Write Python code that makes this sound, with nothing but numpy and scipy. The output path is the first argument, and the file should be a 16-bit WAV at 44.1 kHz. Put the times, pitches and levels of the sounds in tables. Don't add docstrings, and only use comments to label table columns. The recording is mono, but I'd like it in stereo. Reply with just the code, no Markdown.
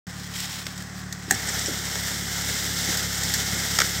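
import sys
import numpy as np
from scipy import signal
from scipy.fft import rfft, irfft
from scipy.io import wavfile
from scipy.ndimage import map_coordinates

SR = 44100
rng = np.random.default_rng(int(sys.argv[2]) if len(sys.argv) > 2 else 0)


def persist_wave(psi):
    counts = np.round(np.clip(psi, -1, 1) * 32767).astype(np.int16)
    wavfile.write(sys.argv[1], SR, np.atleast_2d(counts).T)


N = 176400


def gain(db):
    return 10 ** (np.asarray(db) / 20)


def unit(x):
    return x / np.sqrt(np.mean(x ** 2) + 1e-18)


def clock():
    return np.arange(N) / SR


def curve(table, column=1):
    rows = np.array(table)
    return np.interp(clock(), rows[:, 0], rows[:, column])


def drift(turns_per_s):
    points = rng.standard_normal(2048)
    return unit(map_coordinates(points, [clock() * turns_per_s], order=1, mode="wrap"))


def colour(x, points):
    hz, db = np.array(points).T
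    size = 4096
    octave = np.log2(np.maximum(np.arange(size // 2 + 1) * SR / size, 1))
    knots = np.log2(hz)
    outside = np.abs(octave - np.clip(octave, knots[0], knots[-1]))
    shape_db = np.maximum(np.interp(octave, knots, db) - 48 * outside, -80)
    cepstrum = irfft(np.log(gain(shape_db)))
    cepstrum[1:size // 2] *= 2
    cepstrum[size // 2 + 1:] = 0
    response = irfft(np.exp(rfft(cepstrum)))
    return signal.fftconvolve(x, response / np.linalg.norm(response))[:len(x)]


def ticks(per_s, spread_db):
    happens = rng.random(N) < per_s / SR
    sizes = gain(spread_db * np.minimum(rng.standard_normal(N), 3))
    return unit(happens * sizes * rng.choice([-1, 1], N))


def fade(start, fade_s, hold_s=0):
    age = clock() - start
    return (age >= 0) * np.exp(-np.log(1000) * np.clip((age - hold_s) / fade_s, 0, 10))


def ringing(blows, tones):
    age = clock()[:SR // 4]
    ring = 0
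    for hz, db, fade_s in tones:
        loudness = gain(db) * np.minimum(age * hz / 2, 1) * np.exp(-np.log(1000) * age / fade_s)
        ring += loudness * np.sin(2 * np.pi * hz * age)
    return signal.fftconvolve(blows, ring)[:N]


def breaking(events, crackle, hold_s, fade_s, click_db):
    breaks = crackle * sum(gain(db) * fade(start, fade_s, hold_s) for start, db in events)
    for start, db in events:
        breaks[int(start * SR)] += gain(db + click_db)
    return breaks


# (time [s], firing rate [Hz])
ENGINE_SPEED = [(0.08,36.3),(0.97,36.7),(1.23,36.0),(1.49,34.5),(1.85,35.4),(2.07,34.9),(2.31,35.3),(3.08,35.4),(3.39,34.6),(3.54,35.3),(4.0,35.0)]
# (relative level free [dB], when pulling [dB])
EXHAUST_TONES = [(-20,-21),(-4,1),(-1,1),(-2.5,-2.5),(1,1),(-43,-19),(-12,-11.5),(-16.5,-13.5),(-21,-31)]
# (frequency [Hz], relative level [dB])
CLATTER_COLOUR = [(130,-12.5),(205,0),(250,-11),(600,-15),(785,-9.5),(880,-18),(1100,-12.5),(1880,-7),(2500,-23),(4300,-21),(5200,-16.5),(8000,-19.5),(10100,-39),(15000,-32)]
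LOAD_START_S, LOAD_RISE_DB_PER_S = 1.305, 1.03
SILENCER_LAG_RAD = 0.297

def engine():
    since_load = clock() - LOAD_START_S
    load = np.clip(since_load / 0.03, 0, 1)
    firing_hz = curve(ENGINE_SPEED) * (1 + 0.0073 * drift(40.3))
    angle = 2 * np.pi * (np.cumsum(firing_hz) / SR + 0.286)
    exhaust = 0
    for k, (free_db, pulling_db) in enumerate(EXHAUST_TONES):
        tone = np.cos((k + 1) * angle - SILENCER_LAG_RAD * k ** 2)
        exhaust += gain(free_db + load * (pulling_db - free_db)) * tone
    exhaust_db = -37.5 + load * LOAD_RISE_DB_PER_S * since_load + 1.5 * drift(36)
    throb = 1 + 0.09 * np.cos(angle)
    clatter = colour(rng.standard_normal(N) * throb, CLATTER_COLOUR)
    return gain(exhaust_db) * unit(exhaust) + gain(-41.5) * clatter


# (time [s], level [dB])
CABLE_LEVEL = [(0.08,-47),(0.25,-41.5),(0.3,-45),(0.36,-33.5),(0.43,-31.5),(0.485,-39.5),(0.52,-34),(0.6,-38),(0.645,-44),(0.8,-45.5),(0.92,-51.5),(0.99,-42),(1.07,-52.5),(1.26,-45),(1.3,-42)]
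# (frequency [Hz], relative level [dB])
CABLE_COLOUR = [(790,-5.5),(1100,-9.5),(2110,-3),(2850,-6.5),(3130,-0.5),(3400,-1),(4700,-4.5),(5250,0.5),(6000,-6.5),(7800,-5),(10000,-15.5),(15500,-13)]

def cable():
    level_db = curve(CABLE_LEVEL)
    ticks_per_s = 9000 * gain(level_db - level_db.max())
    rustle = ticks(ticks_per_s, spread_db=3.5)
    rustle /= np.sqrt(ticks_per_s / ticks_per_s.mean())
    return colour(rustle * gain(level_db + 0.5 + drift(69.2)), CABLE_COLOUR)


# (time [s], level [dB])
CLINKS = [(1.3415,-25.5),(1.349,-33),(1.4712,-32),(1.486,-22.5),(1.589,-27),(1.6544,-25.5),(1.666,-26.5),(1.851,-29)]
# (frequency [Hz], relative level [dB], fade time [s])
LINK_TONES = [(1940,2,0.0069),(3124,-8.5,0.012),(5600,0,0.012),(5450,-13,0.022),(7220,-2,0.0085),(7930,2,0.0069)]

def chain():
    contacts = ticks(2600, spread_db=6.5)
    jingle = gain(curve(CABLE_LEVEL) - 8.5 + 3.5 * drift(45))
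    clinks = sum(gain(db) * fade(start, fade_s=0.018, hold_s=0.005) for start, db in CLINKS)
    steady_strength = np.std(ringing(contacts, LINK_TONES))
    return ringing(contacts * (jingle + clinks), LINK_TONES) / steady_strength


# (time [s], level [dB])
CRUNCHES = [(0.4017,-28),(.455,-33),(0.7776,-37.5),(.822,-37),(1.1254,-29.5),(2.0343,-33),(2.7862,-26.5),(2.9714,-24),(3.1264,-28),(3.2337,-24),(3.339,-18)]
# (frequency [Hz], relative level [dB])
CRUNCH_COLOUR = [(1200,-16),(1900,6),(2700,-17),(3700,0),(5600,1),(7800,3.5),(10000,-13.5),(14000,-6.5)]

def crunches():
    crackle = ticks(8000, spread_db=-1.0)
    breaks = breaking(CRUNCHES, crackle, hold_s=0.0033, fade_s=0.03, click_db=9)
    return colour(breaks, CRUNCH_COLOUR)


# (time [s], level [dB])
SNAPS = [(0.667,-21.5),(1.9553,-23.5),(3.7876,-9),(3.8027,-11.5),(3.812,-19),(3.8174,-13)]
# (frequency [Hz], relative level [dB])
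SNAP_COLOUR = [(350,-9),(750,-8.5),(1030,-13),(1330,1),(1520,-1),(1940,4.5),(2560,-14),(3450,-3.5),(4300,-11),(5350,-2.5),(7600,-8.5),(10100,-26),(14000,-19)]

def twigs():
    crackle = ticks(18000, spread_db=-3.5)
    breaks = breaking(SNAPS, crackle, hold_s=0.0015, fade_s=0.015, click_db=12.5)
    return colour(breaks, SNAP_COLOUR)


# (time [s], level [dB], starting pitch [Hz])
GROAN_AND_BUMPS = [(1.278,-35,354),(1.312,-27,340),(1.342,-26,174),(1.680,-29,480),(1.692,-29,259),(1.953,-35,657),(2.888,-28.5,283),(3.531,-31,187),(3.559,-34.5,413),(3.84,-32,264)]
PITCH_HALVES_S = 0.06

def groan_and_bumps():
    sound = np.zeros(N)
    for start, db, hz in GROAN_AND_BUMPS:
        age = np.maximum(clock() - start, 0)
        cycles = hz * PITCH_HALVES_S * np.log1p(age / PITCH_HALVES_S)
        ring = sum(np.sin(2 * np.pi * (cycles * ratio + rng.random())) for ratio in (0.75, 1, 1.3))
        rise = np.minimum(age / 0.003, 1)
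        sound += gain(db) * rise * fade(start, fade_s=0.085) * ring
    return sound


# (time [s], leaf level [dB], bark level [dB])
DRAG_LEVELS = [(1.37,-36,-37),(1.55,-31.5,-34.5),(1.67,-31,-37.5),(1.82,-34.5,-39),(2.06,-30,-35.5),(2.24,-34.5,-40),(2.42,-29.5,-35),(2.75,-29.5,-37),(2.93,-26,-31),(3.1,-31.5,-37),(3.36,-27.5,-34),(3.6,-30,-35),(3.8,-26.5,-34),(4.0,-31.5,-37)]
# (frequency [Hz], relative level [dB])
LEAF_COLOUR = [(2600,-11.5),(3120,-2),(3620,0),(4340,-4),(5400,2.5),(6400,-1.5),(7350,0),(8400,-4.5),(9900,-16),(11800,-10.5),(12600,-14.5),(13900,-7.5),(15800,-16)]
BARK_COLOUR = [(400,-2),(680,-6),(785,-1.5),(860,-4.5),(1100,-11.5),(1340,-0.5),(1950,2.5),(2150,3.5),(2350,-8.5),(2700,-13.5)]
SOIL_COLOUR = [(110,-6),(200,1),(300,-5),(450,-12.5)]
SLIDE_START_S = 1.284

def sliding_log():
    moving = np.clip((clock() - SLIDE_START_S) / 0.03, 0, 1)
    catch_db = 0.88 * drift(60)
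    leaves = moving * ticks(9000, spread_db=0.5) * gain(curve(DRAG_LEVELS) + catch_db)
    bark = moving * ticks(3500, spread_db=0.5) * gain(curve(DRAG_LEVELS, column=2) + catch_db)
    soil = moving * rng.standard_normal(N) * gain(-43.5 + 2.0 * drift(14))
    return colour(leaves, LEAF_COLOUR) + colour(bark, BARK_COLOUR) + colour(soil, SOIL_COLOUR)


# (time [s], relative level [dB])
JOLTS = [(1.309,-1),(1.322,-15),(1.3425,-24)]
# (frequency [Hz], relative level [dB], fade time [s])
WOOD_TONES = [(775,-19,.06),(815,-22,.05),(1735,-7,.029),(1830,-7.5,.029)]
# (frequency [Hz], relative level [dB])
SPLIT_COLOUR = [(1400,-24),(2000,-14),(2700,-10),(4700,-8),(6000,-2),(8300,1.5),(10000,-17),(13500,-10),(16000,-16)]

def log_breaks_loose():
    blows = np.zeros(N)
    for start, db in JOLTS:
        blows[int(start * SR)] += gain(db)
    force = sum(gain(db) * fade(start, fade_s=0.021, hold_s=0.0016) for start, db in JOLTS)
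    splitting = colour(ticks(20000, spread_db=3) * force, SPLIT_COLOUR)
    return ringing(blows, WOOD_TONES) + gain(-9) * splitting


def scene():
    distant = engine()
    near = cable() + chain() + crunches() + twigs()
    near += groan_and_bumps() + sliding_log() + log_breaks_loose()
    scatter = (rng.standard_normal(N) * fade(0.015, fade_s=0.14))[:SR]
    echo = signal.fftconvolve(near, scatter / np.linalg.norm(scatter))[:N]
    mono = distant + near + gain(-16.5) * echo
    return np.array([mono, mono])


SILENT_UNTIL_S, LOW_CUT_HZ, HIGH_CUT_HZ = 0.068, 35, 15750

def record(dry):
    rounded = np.tanh(dry) * (clock() >= SILENT_UNTIL_S)
    low_cut = signal.butter(3, LOW_CUT_HZ, "highpass", fs=SR, output="sos")
    high_cut = signal.ellip(10, 0.2, 70, HIGH_CUT_HZ, fs=SR, output="sos")
    return signal.sosfilt(high_cut, signal.sosfilt(low_cut, rounded))


dry = scene()
out = record(dry)
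persist_wave(out)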